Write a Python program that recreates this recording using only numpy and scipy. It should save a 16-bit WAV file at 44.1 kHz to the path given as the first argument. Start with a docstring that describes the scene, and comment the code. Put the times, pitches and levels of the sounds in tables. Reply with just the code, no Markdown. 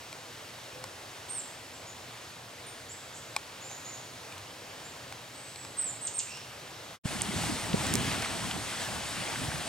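"""A woodpecker picks at seed in a wooden feeder near the microphone, cracking husks and ringing the boards.
Songbirds whistle thin and high, one close by, others deeper in the trees; leaves rustle over a far
rumble and one faint hoot. The wood fades out and a lake shore fades in: small waves wash on sand and
shed bubbles, gusts buffet and thump the microphone, and a few blown grains tick against its grille."""
import sys
import numpy as np
from scipy import signal
from scipy.fft import rfft, irfft, next_fast_len
from scipy.io import wavfile
from scipy.ndimage import uniform_filter1d, map_coordinates

SR = 44100
rng = np.random.default_rng(int(sys.argv[2]) if len(sys.argv) > 2 else 0)


def dump_mix(stems):
    """Bounce the given channels to the path in sys.argv[1] as a 16-bit WAV at rate SR."""
    frames = np.atleast_2d(stems).T  # one column per channel
    limited = np.clip(frames, -1, 1)  # hard clip at full scale
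    pcm = np.round(limited * 32767).astype(np.int16)
    wavfile.write(sys.argv[1], SR, pcm)


N = 426888

# how alike the two channels are in the wood: (frequency [Hz], likeness [0-1])
WOODS_LIKENESS = [(60, 1), (130, 1), (290, 1), (640, 0.93), (1410, 0.52), (3100, 0.82), (6820, 0.75),
                  (15000, 1)]
# the same on the shore: (frequency [Hz], likeness [0-1])
SHORE_LIKENESS = [(60, 0.88), (130, 0.74), (290, 0.36), (640, 0.89), (1410, 0.79), (3100, 0.87),
                  (6820, 0.78), (15000, 1)]
WOODS_FADE_OUT_S, SHORE_FADE_IN_S = (6.945, 6.992), (7.034, 7.06)
BAND_LIMIT_HZ = 15850


def amp(db):
    """Decibels to gain."""
    return 10 ** (np.asarray(db) / 20)


def unit(x):
    """Scaled to rms 1."""
    return x / np.sqrt(np.mean(x ** 2) + 1e-20)


def bell(x, centre, half):
    """A smooth hump of height 1."""
    return np.exp(-((x - centre) / half) ** 2)


def along(points, hz):
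    """(Hz, value) points read on a log axis."""
    freqs, values = np.transpose(points)
    return np.interp(np.log(hz + 1), np.log(freqs + 1), values)


def wobble(rate):
    """A smooth random curve, rate knots a second."""
    return map_coordinates(rng.standard_normal(int(N * rate / SR) + 4), [np.arange(N) * rate / SR])


def filtered(x, response):
    """x shaped by a frequency response."""
    size = next_fast_len(N + SR // 2)
    return irfft(rfft(x, size) * response(np.fft.rfftfreq(size, 1 / SR)), size)[..., :N]


def add(track, s, sound):
    """Mix a sound in at s seconds."""
    room = track[round(s * SR):][:len(sound)]
    room += sound[:len(room)]


def pan(x, left_db):
    """Tip a sound to the left by a level difference."""
    return x * amp([[left_db / 2], [-left_db / 2]])


def rush(spectrum, likeness, patchy_db):
    """Stereo noise of rms 1 with patches of random gain in time and frequency."""
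    def mid_side(hz):
        angle = np.arccos(np.clip(along(likeness, hz), 0, 1)) / 2
        return amp(along(spectrum, hz)) * [np.cos(angle), np.sin(angle)]

    cells = signal.stft(rng.standard_normal((2, N)), nperseg=512)[2]
    patches = uniform_filter1d(rng.standard_normal(cells.shape[1:]), size=7, axis=0)
    patches = unit(uniform_filter1d(patches, size=12, axis=1))
    noise = signal.istft(cells * amp(patchy_db * patches), nperseg=512)[1][:, :N]
    mid, side = filtered(noise, mid_side)
    return unit(np.array([mid + side, mid - side]))


def trees(x, t60, early_t60, early_db, width):
    """Trunks nearby scatter a quick answer, the wood behind them a longer one."""
    t = np.arange(SR * 3 // 4) / SR
    decay = (amp(-60 * t / t60) + amp(early_db - 60 * t / early_t60)) * (t > .005)
    tails = (rng.standard_normal(len(t)) + width * rng.standard_normal((2, len(t)))) * decay
    return signal.fftconvolve(x[None], tails / np.linalg.norm(tails[0]), axes=1)[:, :N]


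def far_rumble(db=-57.0):
    """A low, steady rumble in the distance."""
    # rumble spectrum: (frequency [Hz], relative density [dB])
    spectrum = [(20, -44), (40, -27), (60, -12), (90, -2), (120, 1.5), (170, -6.5), (260, -10), (420, -35),
                (900, -52)]
    return pan(amp(db + 0.43 * wobble(2.7)) * rush(spectrum, WOODS_LIKENESS, patchy_db=0.6), -0.56)


def leaves(db=-46):
    """Leaves stir steadily around the microphone."""
    # rustle spectrum: (frequency [Hz], relative density [dB])
    spectrum = [(150, -21.5), (250, -5), (303, -2.5), (336, -3), (421, -3.5), (467, -1), (627, -0.5),
                (684, -1.5), (1060, -2.5), (1130, -4), (1210, -3.5), (3880, -7), (6990, -11.5),
                (15800, -27.5)]
    return pan(amp(db + 0.55 * wobble(4.9)) * rush(spectrum, WOODS_LIKENESS, patchy_db=0.76), 0.11)


def wind(breeze_db=-48):
    """Gusts come and go over a light breeze and buffet the microphone."""
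    # gusts: (peak time [s], level [dB], half length [s])
    gusts = [(7.25, -41.5, 0.88), (7.97, -38, 0.2), (8.498, -42, 0.13), (8.897, -50, 0.096),
             (9.48, -41.5, 0.12)]
    # buffeting spectrum: (frequency [Hz], relative density [dB])
    spectrum = [(20, -26), (35, -27), (55, -7), (100, -0.5), (170, -1.5), (260, -3.5), (400, -12),
                (800, -32), (2000, -45)]
    t = np.arange(N) / SR
    gust_power = sum(amp(db) ** 2 * bell(t, s, half) for s, db, half in gusts)
    strength = np.sqrt(amp(breeze_db) ** 2 + gust_power) * amp(2.0 * wobble(25))
    return pan(strength * rush(spectrum, SHORE_LIKENESS, patchy_db=0.5), -1.0)


def wind_thumps(right_lag_s=0.0005):
    """Low wind thumps of a cycle or two, slightly later in the right channel."""
    # thumps on the microphone: (time [s], envelope peak [dB], pitch [Hz], half length [s])
    thumps = [(7.057, -18.5, 148, 0.0036), (7.161, -32.5, 228, 0.0082), (7.295, -27.5, 192, 0.0081),
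              (7.365, -27.5, 130, 0.0043), (7.498, -26.5, 306, 0.0072), (7.522, -29.5, 214, 0.0083),
              (7.744, -15.5, 184, 0.0044), (7.746, -17, 450, 0.0019), (7.952, -18.5, 256, 0.002),
              (8.078, -28, 130, 0.0054), (8.452, -32.5, 159, 0.0057), (9.487, -29.5, 110, 0.0067),
              (9.55, -34.5, 155, 0.014)]
    left, right = np.zeros((2, N))
    t = np.arange(-SR // 25, SR // 25) / SR
    for s, db, hz, half in thumps:
        thump = -amp(db) * bell(t, 0, half) * np.sin(2 * np.pi * hz * t)
        add(left, s + t[0], thump)
        add(right, s + t[0] + right_lag_s, thump)
    return np.array([left, right])


def grain_ticks(rattle=0.15, rattle_t60=0.0063):
    """A blown grain strikes the grille: a few bright cycles and a tiny rattle."""
    # strikes: (time [s], peak before panning [dB], pitch [Hz], ring [cycles])
    grains = [(7.2191, -10.5, 8300, 1.4), (7.221, -24, 7800, 1.3), (7.8687, -18, 8000, 0.65),
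              (7.9393, -8.5, 8200, 0.49), (7.9545, -7.5, 7060, 0.33), (8.2233, -21, 7000, 0.55)]
    out, t = np.zeros(N), np.arange(SR // 100) / SR
    for s, db, hz, cycles in grains:
        life = t * hz / cycles
        ping = life * np.exp(1 - life) * np.sin(2 * np.pi * hz * t)
        contacts = (t == 0) + rattle * rng.standard_normal(len(t)) * amp(-60 * t / rattle_t60)
        tick = np.convolve(contacts, ping)
        add(out, s, amp(db) * tick / np.abs(tick).max())
    return pan(out, -5.5)


def bubble(hz, cycles=9, glide=0.058):
    """A bubble rings for a few cycles, rising in pitch as it surfaces."""
    turns = np.arange(SR // 40) / SR * hz
    life = turns / cycles
    envelope = amp(-20 * life) * (1 - np.exp(-2 * turns))
    return envelope * np.sin(2 * np.pi * turns * (1 + glide * np.tanh(life) / 2))


def bubbles_and_slaps(wash_gain, count=260, median_hz=1900, slap=0.53, slap_t60=0.016):
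    """Breaking wavelets shed many small bubbles, louder as the wash swells, and a few slaps."""
    # slaps and larger bubbles at the water's edge: (time [s], level [dB], pitch [Hz])
    plops = [(7.211, -23, 2520), (7.4367, -28, 810), (7.731, -25, 3100), (7.8511, -23, 1120),
             (8.1147, -24, 2800), (8.2252, -24, 1500), (8.2466, -22, 2300), (8.5119, -21, 2840),
             (8.5622, -28, 764), (9.358, -25, 1500), (9.5176, -26.5, 1500)]
    out, t = np.zeros(N), np.arange(SR // 40) / SR
    times = rng.uniform(SHORE_FADE_IN_S[1], N / SR - .03, count)
    for s, (pitch, size) in zip(times, rng.standard_normal((count, 2))):
        hz = min(median_hz * np.exp(.6 * pitch), BAND_LIMIT_HZ)
        add(out, s, wash_gain[int(s * SR)] * amp(4.9 * size - 2.0) * bubble(hz))
    for s, db, hz in plops:
        band = signal.butter(2, [hz / 1.6, hz * 1.43], "band", fs=SR, output="sos")
        splash = unit(signal.sosfilt(band, rng.standard_normal(len(t)))) * amp(-60 * t / slap_t60)
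        add(out, s, amp(db) * (bubble(hz, cycles=9.3) + slap * splash))
    return pan(out, 1)


def wave_gains(rise_s=0.1, drain_s=0.084, calm_wash_db=-39, calm_spray_db=-42):
    """Strength of the wash and of the spray: each wave swells to its crest and drains away."""
    # small waves breaking: (crest time [s], wash [dB], spray [dB])
    breakers = [(7.46, -40, -40.5), (7.9, -35.5, -40.5), (8.13, -36, -43), (8.25, -41, -58),
                (8.85, -49, -48), (9.3, -40, -53), (9.6, -48, -51.5)]
    crest_s, wash_db, spray_db = np.transpose(breakers)
    age = np.arange(N) / SR - crest_s[:, None]
    power = np.exp(-np.where(age < 0, (age / rise_s) ** 2, age / drain_s))
    wash_gain = np.sqrt(amp(calm_wash_db) ** 2 + amp(wash_db) ** 2 @ power)
    spray_gain = np.sqrt(amp(calm_spray_db) ** 2 + amp(spray_db) ** 2 @ power)
    return wash_gain, spray_gain


def waves(wash_gain, spray_gain):
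    """Small waves wash and hiss on the sand."""
    # water running over sand: (frequency [Hz], relative density [dB])
    wash_spectrum = [(180, -24), (300, -3.5), (416, -6.5), (527, -3.5), (636, -0.5), (838, -1), (1240, -4),
                     (1550, -3.5), (3410, -5.5), (6000, -15), (7800, -33), (13200, -120)]
    # hiss of the spray: (frequency [Hz], relative density [dB])
    spray_spectrum = [(2500, -6), (4500, -0.5), (6000, -1), (7800, 1), (8450, 1.5), (9200, -2),
                      (10500, -6.5), (12500, -15.5), (15800, -20)]
    lapping = wobble(22)
    wash = wash_gain * amp(.4 * lapping) * rush(wash_spectrum, SHORE_LIKENESS, patchy_db=1.06)
    spray = spray_gain * amp(.6 * lapping) * rush(spray_spectrum, SHORE_LIKENESS, patchy_db=1.25)
    return pan(wash, 0.92) + pan(spray, 0.16)


def whistle(hz, gain, taper, buzz):
    """A syrinx tone with tapered ends; a fast tremble of its pitch makes it buzzy."""
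    tremble = unit(uniform_filter1d(rng.standard_normal(len(hz)), size=90))
    phase = 2 * np.pi * np.cumsum(hz * (1 + buzz * tremble)) / SR
    return np.sqrt(2) * gain * signal.windows.tukey(len(hz), taper) * np.sin(phase)


def far_hoot(at_s=.72, length_s=0.172, start_hz=495, rise_hz=35.3, db=-52.5):
    """One faint, low, rising hoot from far away."""
    out = np.zeros(N)
    hz = start_hz + rise_hz * np.linspace(0, 1, int(length_s * SR))
    add(out, at_s, whistle(hz, amp(db), taper=.4, buzz=.004))
    return out


def far_birds():
    """Short buzzy slurs from deeper in the wood, heard mostly by their scatter in the trees."""
    # calls: (time [s], length [s], start [Hz], middle [Hz], end [Hz], level [dB], buzz [share of pitch])
    calls = [(1.725, 0.045, 7100, 7640, 7800, -54, .02), (1.86, .05, 6400, 6900, 6970, -51, 0.027),
             (2.663, 0.026, 9550, 8950, 8700, -47, 0.011), (2.888, 0.046, 6800, 7530, 7700, -44.5, 0.019),
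             (3.136, 0.05, 6900, 7550, 7700, -48, 0.069), (3.6, 0.1, 6450, 7200, 7250, -49, .013),
             (3.687, 0.076, 5800, 6830, 6770, -47, 0.014), (3.842, 0.064, 6500, 6920, 7160, -44.5, 0.018),
             (3.918, 0.043, 6100, 6670, 6840, -47, 0.018), (4.833, 0.045, 6900, 7330, 7320, -50.5, .014),
             (5.319, 0.22, 8100, 8050, 7970, -53.5, 0.0355), (5.543, .12, 8050, 7800, 7670, -50.5, 0.0276),
             (6.249, 0.15, 2450, 2680, 2890, -50, .05), (6.287, 0.094, 5900, 5430, 5440, -49.5, 0.057)]
    song = np.zeros(N)
    for s, length, start_hz, middle_hz, end_hz, db, buzz in calls:
        slur = np.polyfit([0, .5, 1], [start_hz, middle_hz, end_hz], 2)
        hz = np.polyval(slur, np.linspace(0, 1, int(length * SR)))
        add(song, s, whistle(hz, amp(db), taper=.35, buzz=buzz))
    scatter = trees(song, t60=0.8, early_t60=.15, early_db=-2, width=0.6)
    return pan(amp(-3) * song + amp(-0.9) * scatter, -2.8)


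def drooping_note(length, start_hz, held_hz, end_hz, db, accent_db, catch_s):
    """Pitch and gain of a whistle that swells to an accent, catches briefly, holds and then droops."""
    attack_s, settle_s, catch_db, knee_share = 0.0095, 0.0203, 13, .57
    t = np.arange(int(length * SR)) / SR
    droop = np.sin(np.pi / 2 * np.clip((t / length - knee_share) / (1 - knee_share), 0, 1)) ** 2
    hz = held_hz + (start_hz - held_hz) * np.exp(-t / settle_s) + (end_hz - held_hz) * droop
    stress_db = accent_db * bell(t, .62 * catch_s, 0.0079) - catch_db * bell(t, catch_s, .005)
    return hz, amp(db + stress_db) * (1 - np.exp(-t / attack_s))


def whip_note(held_s, start_hz, top_hz, db, plunge_s):
    """Pitch and gain of a note that swells, then plunges; the throat rings as it passes snap_hz."""
    attack_s, bottom_hz, fade_db, snap_hz, snap_db = 0.013, 2580, 6, 7150, 13
    t = np.arange(int((held_s + plunge_s) * SR)) / SR
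    plunge = np.sin(np.pi / 2 * np.clip((t - held_s) / plunge_s, 0, 1)) ** 2
    hz = np.interp(t, [0, held_s], [start_hz, top_hz]) + (bottom_hz - top_hz) * plunge
    snap = bell(hz, snap_hz, half=870) * np.minimum(t / held_s, 1)
    return hz, amp(db + snap_db * snap - fade_db * plunge) * (1 - np.exp(-t / attack_s))


def near_bird():
    """A songbird close by: two thin drooping whistles, then two that end in a downward whip."""
    # drooping whistles: (time [s], length [s], start [Hz], held [Hz], end [Hz], level [dB],
    # opening accent [dB], delay until the voice catches [s])
    droops = [(1.285, .123, 8380, 8670, 7330, -37, 2.5, 0.039),
              (5.766, .135, 8590, 8010, 7150, -35, 10.5, 0.044)]
    # whipped whistles: (time [s], hold [s], start [Hz], top [Hz], held level [dB], plunge [s])
    whips = [(6.008, .059, 8000, 8500, -36.5, .016), (6.134, .051, 8550, 8360, -33.5, 0.02)]
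    song = np.zeros(N)
    for note, calls in (drooping_note, droops), (whip_note, whips):
        for s, *call in calls:
            hz, gain = note(*call)
            add(song, s, whistle(hz, gain, taper=.05, buzz=0.0074))
    scatter = trees(song, t60=0.55, early_t60=0.086, early_db=6, width=0.68)
    return pan(amp(-2.5) * song + amp(-2.0) * scatter, -3.0)


def woodpecker(crack=0.56, crunch_t60=0.012, attack_s=0.00064, spot_db=10.5, spot_octaves=0.16):
    """The beak cracks a seed in a brief crunch; firm blows also ring the feeder's boards."""
    # beak on seed and wood: (time [s], level [dB], brightness [dB/octave], ring of the boards [dB],
    # frequency that the struck spot favours [Hz])
    pecks = [(0.1277, -39, 1.5, -5, 4200), (0.8397, -35, 0.5, -13, 1100), (3.3640, -23, 0, 0, 2810),
             (3.7126, -42, -5, -15, 800), (4.3233, -44, 1, -12, 2400), (4.38, -44, 1, -18, 4200),
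             (5.124, -39, -1, -9, 1500), (5.559, -41.5, 2, -9, 4200), (5.6496, -40.5, -3, -9, 1500),
             (5.821, -40, 6, -12, 11000), (6.372, -43, 0, -12, 9000)]
    # modes of the boards: (frequency [Hz], relative level [dB], t60 [s])
    modes = [(852, -5, 0.023), (1097, -9, 0.033), (1480, -12.5, 0.013), (2270, -2.5, .011),
             (2424, -0.5, 0.015), (3340, -8, .01), (4200, -5.5, 0.011), (5050, -2, 0.0077),
             (5720, -4.5, 0.0089), (7760, 2, 0.0065), (9100, -5.5, 0.0064), (11100, -15, 0.0062)]
    out, t = np.zeros(N), np.arange(SR // 12) / SR
    husk_band = signal.butter(2, (450, 7400), "band", fs=SR, output="sos")
    for s, db, bright_db, ring_db, spot_hz in pecks:
        ring = np.zeros(len(t))
        for hz, mode_db, t60 in modes:
            favour = bell(np.log2(hz), np.log2(spot_hz), spot_octaves)
            struck_db = mode_db + bright_db * np.log2(hz / 2500) + spot_db * favour + rng.normal(0, 1)
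            phase = 2 * np.pi * hz * t + rng.uniform(0, 2 * np.pi)
            ring += amp(struck_db - 60 * t / t60) * np.sin(phase)
        crunch = unit(signal.sosfilt(husk_band, rng.standard_normal(len(t)))) * amp(-60 * t / crunch_t60)
        blow = (amp(ring_db) * ring + crack * crunch) * (1 - np.exp(-t / attack_s))
        add(out, s, amp(db) * blow / np.std(blow[:SR // 250]))  # the first 4 ms set the level
    scatter = trees(out, t60=0.22, early_t60=0.054, early_db=18, width=0.53)
    return pan(out + amp(-20) * scatter, 1.1)


def scene():
    """The wood around the feeder fades to silence, then the lake shore fades in."""
    woods = leaves() + far_rumble() + near_bird() + far_birds() + far_hoot() + woodpecker()
    wash_gain, spray_gain = wave_gains()
    shore = waves(wash_gain, spray_gain) + wind() + bubbles_and_slaps(wash_gain)
    shore += wind_thumps() + grain_ticks()
    t = np.arange(N) / SR
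    fade_out = np.interp(t, WOODS_FADE_OUT_S, [1, 0]) ** 2
    fade_in = np.interp(t, SHORE_FADE_IN_S, [0, 1]) ** 2
    return fade_out * woods + fade_in * shore


def record(dry):
    """The left channel leads slightly; nothing is kept above the band limit."""
    # phase between the channels: (frequency [Hz], lead of the left [rad])
    lead = [(40, 0), (150, 0.21), (500, 0.69), (2500, 0.57), (6500, 1), (9200, 0)]
    sides = np.array([[1], [-1]])
    return filtered(dry, lambda hz: np.exp(.5j * along(lead, hz) * sides) * (hz < BAND_LIMIT_HZ))


dry = scene()
out = record(dry)
dump_mix(out)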